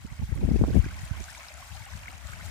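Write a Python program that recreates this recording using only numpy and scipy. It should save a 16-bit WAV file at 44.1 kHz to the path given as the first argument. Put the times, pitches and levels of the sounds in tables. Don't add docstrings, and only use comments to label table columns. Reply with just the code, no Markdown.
import sys
import numpy as np
from scipy import signal
from scipy.fft import rfft, irfft
from scipy.io import wavfile
from scipy.ndimage import uniform_filter1d

SR = 44100
rng = np.random.default_rng(int(sys.argv[2]) if len(sys.argv) > 2 else 0)


def log_audio(samples):
    frames = np.atleast_2d(samples).T
    limited = np.clip(frames, -1, 1)
    pcm = np.round(limited * 32767).astype(np.int16)
    wavfile.write(sys.argv[1], SR, pcm)


def decibels_to_gain(level_db):
    exponent = np.asarray(level_db, float) / 20
    return 10 ** exponent


N = 110250

# time_s, gurgle_db, fizz_db
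WASH_LEVELS = [(0, -61, -61.5), (.15, -56, -61.5), (.3, -57.5, -61.5), (.5, -53.5, -57), (.65, -55.5, -58),
               (.76, -51, -55), (.85, -53.5, -56), (1.0, -51.5, -55), (1.12, -51.5, -55), (1.23, -52, -54),
               (1.45, -52, -55), (1.65, -53, -55.5), (1.85, -53.5, -55.5), (2.0, -52.5, -56.5),
               (2.2, -53.5, -57), (2.35, -51.5, -54.5), (2.5, -51, -54.5)]
# frequency_hz, gain_db
GURGLE_TONE = [(260, -33), (450, -16), (513, -11), (615, -1.5), (1210, -1.5), (1500, 2), (1710, 0),
               (2190, 1), (3200, -6), (4160, -21), (7040, -120)]
# frequency_hz, gain_db
FIZZ_TONE = [(1880, -30), (3200, -3.5), (3420, -4.5), (3800, -2.5), (4120, -4), (7600, -5.5),
             (11900, -13.5), (14500, -15.5), (15700, -11)]
# frequency_hz, left_minus_right_db
WASH_TILT = [(60, 7.5), (130, 7.0), (290, 12), (640, 2.5), (1410, 1.0), (3100, 1), (6820, 5.5),
             (15000, 4.0)]
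SEA_SHARE = 0.51

# start_s, level_db, pitch_hz, left_minus_right_db
PLOPS = [(0.3232, -39, 1800, 0), (0.375, -40, 2020, -5), (0.842, -33, 1510, -2), (0.8544, -35.5, 2310, 3),
         (0.8844, -35, 1980, -3), (0.9714, -45, 2050, 0), (1.0161, -42, 1820, 0.0),
         (1.1494, -43.5, 1027, 1.0), (1.282, -34.5, 1490, 1.0), (1.2964, -36, 1680, 1.5),
         (1.3483, -33.5, 2170, 1), (1.3714, -41.5, 917, 1.0), (1.6237, -40.5, 1050, -5),
         (1.8223, -37, 2090, 2.0), (1.8497, -38.5, 1480, 0.5), (1.9235, -44.5, 940, 0),
         (1.9694, -50, 930, 1.0), (2.0577, -36.5, 2200, -1), (2.0714, -35.5, 1430, 0),
         (2.0807, -29, 2080, 8.5), (2.1044, -43.5, 2600, 5), (2.1214, -46, 1150, -4),
         (2.3316, -32, 1516, 0.5), (2.4094, -35, 2000, 1)]
# start_s, level_db, pitch_hz, left_minus_right_db
GLUGS = [(0.218, -43.5, 820, -1), (0.966, -42.5, 1030, 5.0), (1.057, -46.5, 625, 2.0),
         (1.249, -46.5, 710, 3), (1.384, -45, 616, 2.5), (1.504, -46, 592, 2), (1.6, -49.5, 710, 5),
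         (1.639, -53, 766, 1.0), (1.69, -55, 1110, 5.5), (1.748, -43, 754, 2), (1.8, -45.5, 880, 0),
         (1.864, -42, 760, 1.5), (1.884, -44, 1070, -0.5), (2.023, -44, 929, -2), (2.127, -44, 743, 0.5),
         (2.249, -47.5, 627, 2.5), (2.289, -42.5, 1160, 4), (2.43, -48, 574, 4.0)]
# start_s, level_db, pitch_hz, left_minus_right_db
TICKS = [(0.3529, -37, 8840, 10), (0.5017, -41, 4900, 4.5), (0.5666, -48, 5580, 5.0),
         (0.704, -43, 4680, 6.8), (0.8533, -39, 5950, 5.5), (0.9428, -38, 5960, 5.5),
         (0.9906, -35, 5200, 5.0), (1.0181, -36, 6950, 4.6), (1.052, -32.5, 8100, 6),
         (1.1707, -67, 5640, 4.5), (1.2034, -34, 5870, 4.5), (1.2404, -31, 6070, 6.0),
         (1.28, -39, 7500, 5.0), (1.3286, -33, 7800, 6.5), (1.3493, -37, 7500, 5.0), (1.3807, -35, 6160, 4),
         (1.459, -40, 6140, 5.5), (1.4841, -33, 5020, 8.6), (1.5403, -33, 6900, 6.0),
         (1.6915, -38, 7590, 3.0), (1.7965, -44, 4500, 5.2), (1.8542, -34.5, 8200, 6.9),
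         (2.0144, -46, 4640, 5.0), (2.0872, -44, 6150, 5.0), (2.115, -36, 8450, 4.5),
         (2.1284, -40, 6100, 3.5), (2.144, -47, 5800, 4.0), (2.18, -39, 6160, 5)]
PLOP_CYCLES, GLUG_CYCLES, TICK_CYCLES = 9.7, 13, 9.1
PITCH_RISE = 0.03
LEAD_S, LEAD_SPREAD_S = 0.00013, 0.00012

# centre_s, port (-1 left, 1 right), length_s, thump_db, flutter_db
EDDIES = [(0.051, 1, 0.007, -29, -33.5), (0.121, 1, 0.014, -29.5, -46), (0.196, 1, 0.0095, -24, -41),
          (0.218, -1, 0.0081, -21, -36), (0.232, 1, 0.0073, -15.5, -35.5), (0.235, -1, 0.017, -25.5, -48),
          (0.298, -1, 0.026, -26.5, -51), (0.325, -1, 0.0089, -16.5, -31.5), (0.361, 1, 0.0077, -19, -40),
          (0.392, 1, 0.044, -27.5, -36.5), (0.423, -1, 0.0088, -41, -26.5), (0.438, 1, 0.0072, -21, -25),
          (0.442, -1, 0.015, -13, -23), (0.457, 1, 0.013, -35, -35), (0.484, -1, 0.0084, -14.5, -22.5),
          (0.511, 1, 0.024, -29, -60), (0.514, -1, 0.0073, -16, -14.5), (0.543, -1, 0.021, -15.5, -25),
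          (0.561, -1, 0.0065, -15, -19), (0.562, 1, 0.019, -29.5, -42), (0.595, -1, 0.0064, -19, -27.5),
          (0.596, 1, 0.011, -16, -32), (0.619, -1, 0.012, -12, -17.5), (0.638, 1, 0.0039, -37, -15.5),
          (0.667, 1, 0.04, -25.5, -42), (0.667, -1, 0.011, -39, -55), (0.687, 1, 0.016, -43, -23.5),
          (0.706, 1, 0.0087, -20, -25), (0.727, -1, 0.014, -19.5, -41), (0.737, 1, 0.009, -40, -27.5),
          (0.768, -1, 0.02, -10, -15), (0.793, -1, 0.01, -8.5, -35), (0.834, -1, 0.0046, -45, -48),
          (0.864, 1, 0.0053, -46, -31), (0.865, -1, 0.0074, -24.5, -56), (1.038, -1, 0.011, -25, -71),
          (1.096, 1, 0.0075, -42, -69), (1.114, 1, 0.0071, -17.5, -42), (1.207, 1, 0.0083, -25, -35),
          (1.721, -1, 0.024, -33.5, -64), (1.761, -1, 0.039, -38, -65), (1.814, -1, 0.027, -36.5, -58.5),
          (1.947, -1, 0.03, -30.5, -75), (2.095, -1, 0.025, -44, -52), (2.143, -1, 0.014, -37.5, -55),
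          (2.236, -1, 0.024, -44, -68), (2.255, -1, 0.017, -31, -60), (2.301, -1, 0.011, -34.5, -64),
          (2.333, -1, 0.03, -35.5, -54), (2.382, -1, 0.025, -37.5, -54.5), (2.423, -1, 0.016, -37, -72),
          (2.453, -1, 0.0089, -32, -56), (2.47, -1, 0.015, -35, -65)]
# time_s, left_db, right_db
BREEZE_LEVELS = [(0.0, -43, -49), (0.15, -46.5, -44), (0.29, -52, -43), (0.44, -30, -39), (0.59, -33, -33),
                 (0.74, -31.5, -37), (0.88, -37, -37.5), (1.03, -45, -37.5), (1.18, -47, -37),
                 (1.32, -47.5, -53.5), (1.47, -50, -57), (1.62, -42.5, -50), (1.76, -65, -54),
                 (1.91, -43, -52), (2.06, -47.5, -45), (2.2, -41, -60), (2.35, -53.5, -53), (2.5, -36, -50)]
# frequency_hz, gain_db
RUMBLE_TONE = [(15, -50), (30, -10), (48, -3.5), (68, 2.5), (100, -6), (140, -15.5), (200, -24.5),
               (400, -56)]
# frequency_hz, gain_db
FLUTTER_TONE = [(80, -4.5), (140, -4), (200, 7), (300, -2), (450, -12), (700, -23), (1100, -35.5),
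                (2000, -57)]
FLUTTER_FOLLOWS, FLUTTER_DB = 1.39, -1.5
FLUTTER_SPREAD = 1.095
BREEZE_SWING_DB = 2.0
EVENNESS = 0.9

# centre_s, port (-1 left, 1 right), level_db, width_s
PRESSURE_SPIKES = [(0.217, -1, -22, 0.0012), (0.23, 1, -12.5, 0.0013), (0.419, -1, -43, 0.00099),
                   (0.49, -1, -12.5, 0.00042), (0.513, -1, -5, 0.00099), (.559, -1, -16.5, 0.0004),
                   (.613, -1, -9.5, 0.0004), (.639, 1, -9, 0.00024), (0.684, 1, -14, 0.00047),
                   (0.691, 1, -19, .0007), (0.746, -1, -12, 0.00068), (0.755, -1, -11, 0.00043),
                   (0.766, -1, -7, 0.00076), (0.63, -1, -6.5, 0.004), (.546, -1, -24, 0.00048),
                   (0.648, 1, -16.5, 0.00029), (0.706, 1, -17, 0.00051), (.432, 1, -19, 0.00048),
                   (0.842, -1, -18, 0.00096), (0.862, 1, -14.5, 0.00097)]

# frequency_hz, gain_db
MURMUR_TONE = [(80, 3), (150, -13.5), (250, -5.5), (350, -15.5), (450, -50.5), (700, -32)]
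MURMUR_DB = -61.5


def rms_one(x):
    return x / np.sqrt(np.mean(x ** 2) + 1e-20)


def in_time(rows):
    s, *columns = np.transpose(rows)
    return np.array([np.interp(np.arange(N) / SR, s, c) for c in columns])


def bins():
    return np.arange(N // 2 + 1) * SR / N


def at_hz(points, hz):
    point_hz, point_db = np.transpose(points)
    return np.interp(np.log(hz + 1), np.log(point_hz), point_db)


def coloured(x, db):
    return irfft(rfft(x) * decibels_to_gain(db), N)


def drift(rate):
    step = 40
    r = np.exp(-2 * np.pi * rate * step / SR)
    noise = rng.standard_normal((2, N // step + 2002))
    slow = signal.lfilter([1], [1, -2 * r, r * r], noise)[:, 2000:]
    return np.array([np.interp(np.arange(N) / step, np.arange(len(v)), rms_one(v)) for v in slow])


def bubbles(s, db, hz, pan_db, cycles, size):
    out = np.zeros((2, N + size))
    lead = LEAD_S + LEAD_SPREAD_S * rng.standard_normal(len(s))
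    first = np.clip(s * SR, 0, N - 1).astype(int)
    where = first[:, None] + np.arange(size)
    for side, sign in enumerate([1, -1]):
        t = np.maximum(np.arange(size) / SR - 0.0006 + sign * lead[:, None] / 2, 0)
        age = t * (hz / cycles)[:, None] * 3
        tone = np.sin(2 * np.pi * hz[:, None] * t * (1 + PITCH_RISE * age / 2))
        envelope = 1.73 * age ** 0.61 * np.exp(-age)
        wave = tone * envelope * decibels_to_gain(db + sign * pan_db / 2)[:, None]
        out[side] = np.bincount(where.ravel(), wave.ravel(), N + size)
    return out[:, :N]


def smooth_sea():
    white = rng.standard_normal((3, N))
    shared_bass = coloured(white[0], -20 * np.log10(1 + (bins() / 1100) ** 4))
    own_bass = coloured(white[1:], -20 * np.log10(1 + (bins() / 800) ** 4))
    return white[1:] - own_bass + shared_bass


def wash(level_db, tone, low_hz, high_hz, cycles, spread_db, clump_db, count, size):
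    s, u, pan = rng.random((3, count))
    hz = low_hz * (high_hz / low_hz) ** u
    db = spread_db * np.minimum(rng.exponential(1, count), 4) + 20 * np.log10(hz / 1000)
    grains = rms_one(bubbles(s * N / SR, db, hz, 5.1 * (pan - 0.5), cycles, size))
    edge = -200 * ((bins() < low_hz) | (bins() > high_hz))
    grains = rms_one(coloured(grains, edge))
    sea = rms_one(coloured(smooth_sea(), edge))
    mix = np.sqrt(1 - SEA_SHARE) * grains + np.sqrt(SEA_SHARE) * sea
    mix = mix * decibels_to_gain(clump_db * (drift(10.4)[0] + 1.28 * drift(23.0)))
    tilt = np.outer([0.5, -0.5], at_hz(WASH_TILT, bins()))
    return decibels_to_gain(level_db + 3.0) * rms_one(coloured(mix, at_hz(tone, bins()) + tilt))


def water():
    gurgle_db, fizz_db = in_time(WASH_LEVELS)
    gurgle = wash(gurgle_db, GURGLE_TONE, 400, 3400, 13.0, spread_db=3.5, clump_db=0.4,
                  count=2200, size=1100)
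    fizz = wash(fizz_db, FIZZ_TONE, 3100, 15520, 9.0, spread_db=4.0, clump_db=0.99,
                count=6000, size=250)
    plops = bubbles(*np.transpose(PLOPS), PLOP_CYCLES, size=1300)
    glugs = bubbles(*np.transpose(GLUGS), GLUG_CYCLES, size=2000)
    ticks = bubbles(*np.transpose(TICKS), TICK_CYCLES, size=300)
    return gurgle + fizz + plops + glugs + ticks


def turbulence(tone):
    tone_db = at_hz(tone, bins())
    x = rms_one(coloured(rng.standard_normal((2, N)), tone_db))
    swell = np.sqrt(uniform_filter1d(np.abs(signal.hilbert(x)) ** 2, size=200))
    even = x / (swell + 0.017) ** EVENNESS
    return rms_one(coloured(even, np.minimum(tone_db + 25, 0)))


def wind():
    breeze_db = in_time(BREEZE_LEVELS) + BREEZE_SWING_DB * drift(13.0)
    rumble_power = decibels_to_gain(2 * breeze_db)
    flutter_power = decibels_to_gain(2 * (FLUTTER_FOLLOWS * breeze_db + FLUTTER_DB))
    t = np.arange(N) / SR
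    for s, port, length, thump_db, flutter_db in EDDIES:
        side = int(port > 0)
        thump = np.exp(-3.7 * ((t - s) / length) ** 2)
        flutter = np.exp(-3.7 * ((t - s) / (length * FLUTTER_SPREAD)) ** 2)
        rumble_power[side] += decibels_to_gain(2 * thump_db) * thump
        flutter_power[side] += decibels_to_gain(2 * flutter_db) * flutter
    rumble = np.sqrt(rumble_power) * turbulence(RUMBLE_TONE)
    return rumble + np.sqrt(flutter_power) * turbulence(FLUTTER_TONE)


def spikes():
    out, t = np.zeros((2, N)), np.arange(N) / SR
    for s, port, db, width in PRESSURE_SPIKES:
        bump = ((t - s) / width) ** 2
        out[int(port > 0)] += decibels_to_gain(db) * (np.exp(-bump / 2) - 0.19 * np.exp(-bump / 12.0))
    return out


def murmur():
    white = rng.standard_normal((3, N))
    return decibels_to_gain(MURMUR_DB) * rms_one(coloured(white[1:] + white[0], at_hz(MURMUR_TONE, bins())))


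def scene():
    return water() + wind() + spikes() + murmur()


def low_pass(x):
    return signal.sosfilt(signal.butter(12, 15850, fs=SR, output="sos"), x)


def record(dry):
    bass_cut = signal.butter(4, 45, "high", fs=SR, output="sos")
    top_cut = signal.cheby2(12, 60, 16500, fs=SR, output="sos")
    mix = signal.sosfilt(top_cut, signal.sosfilt(bass_cut, dry))
    return low_pass(mix)


dry = scene()
out = record(dry)
log_audio(out)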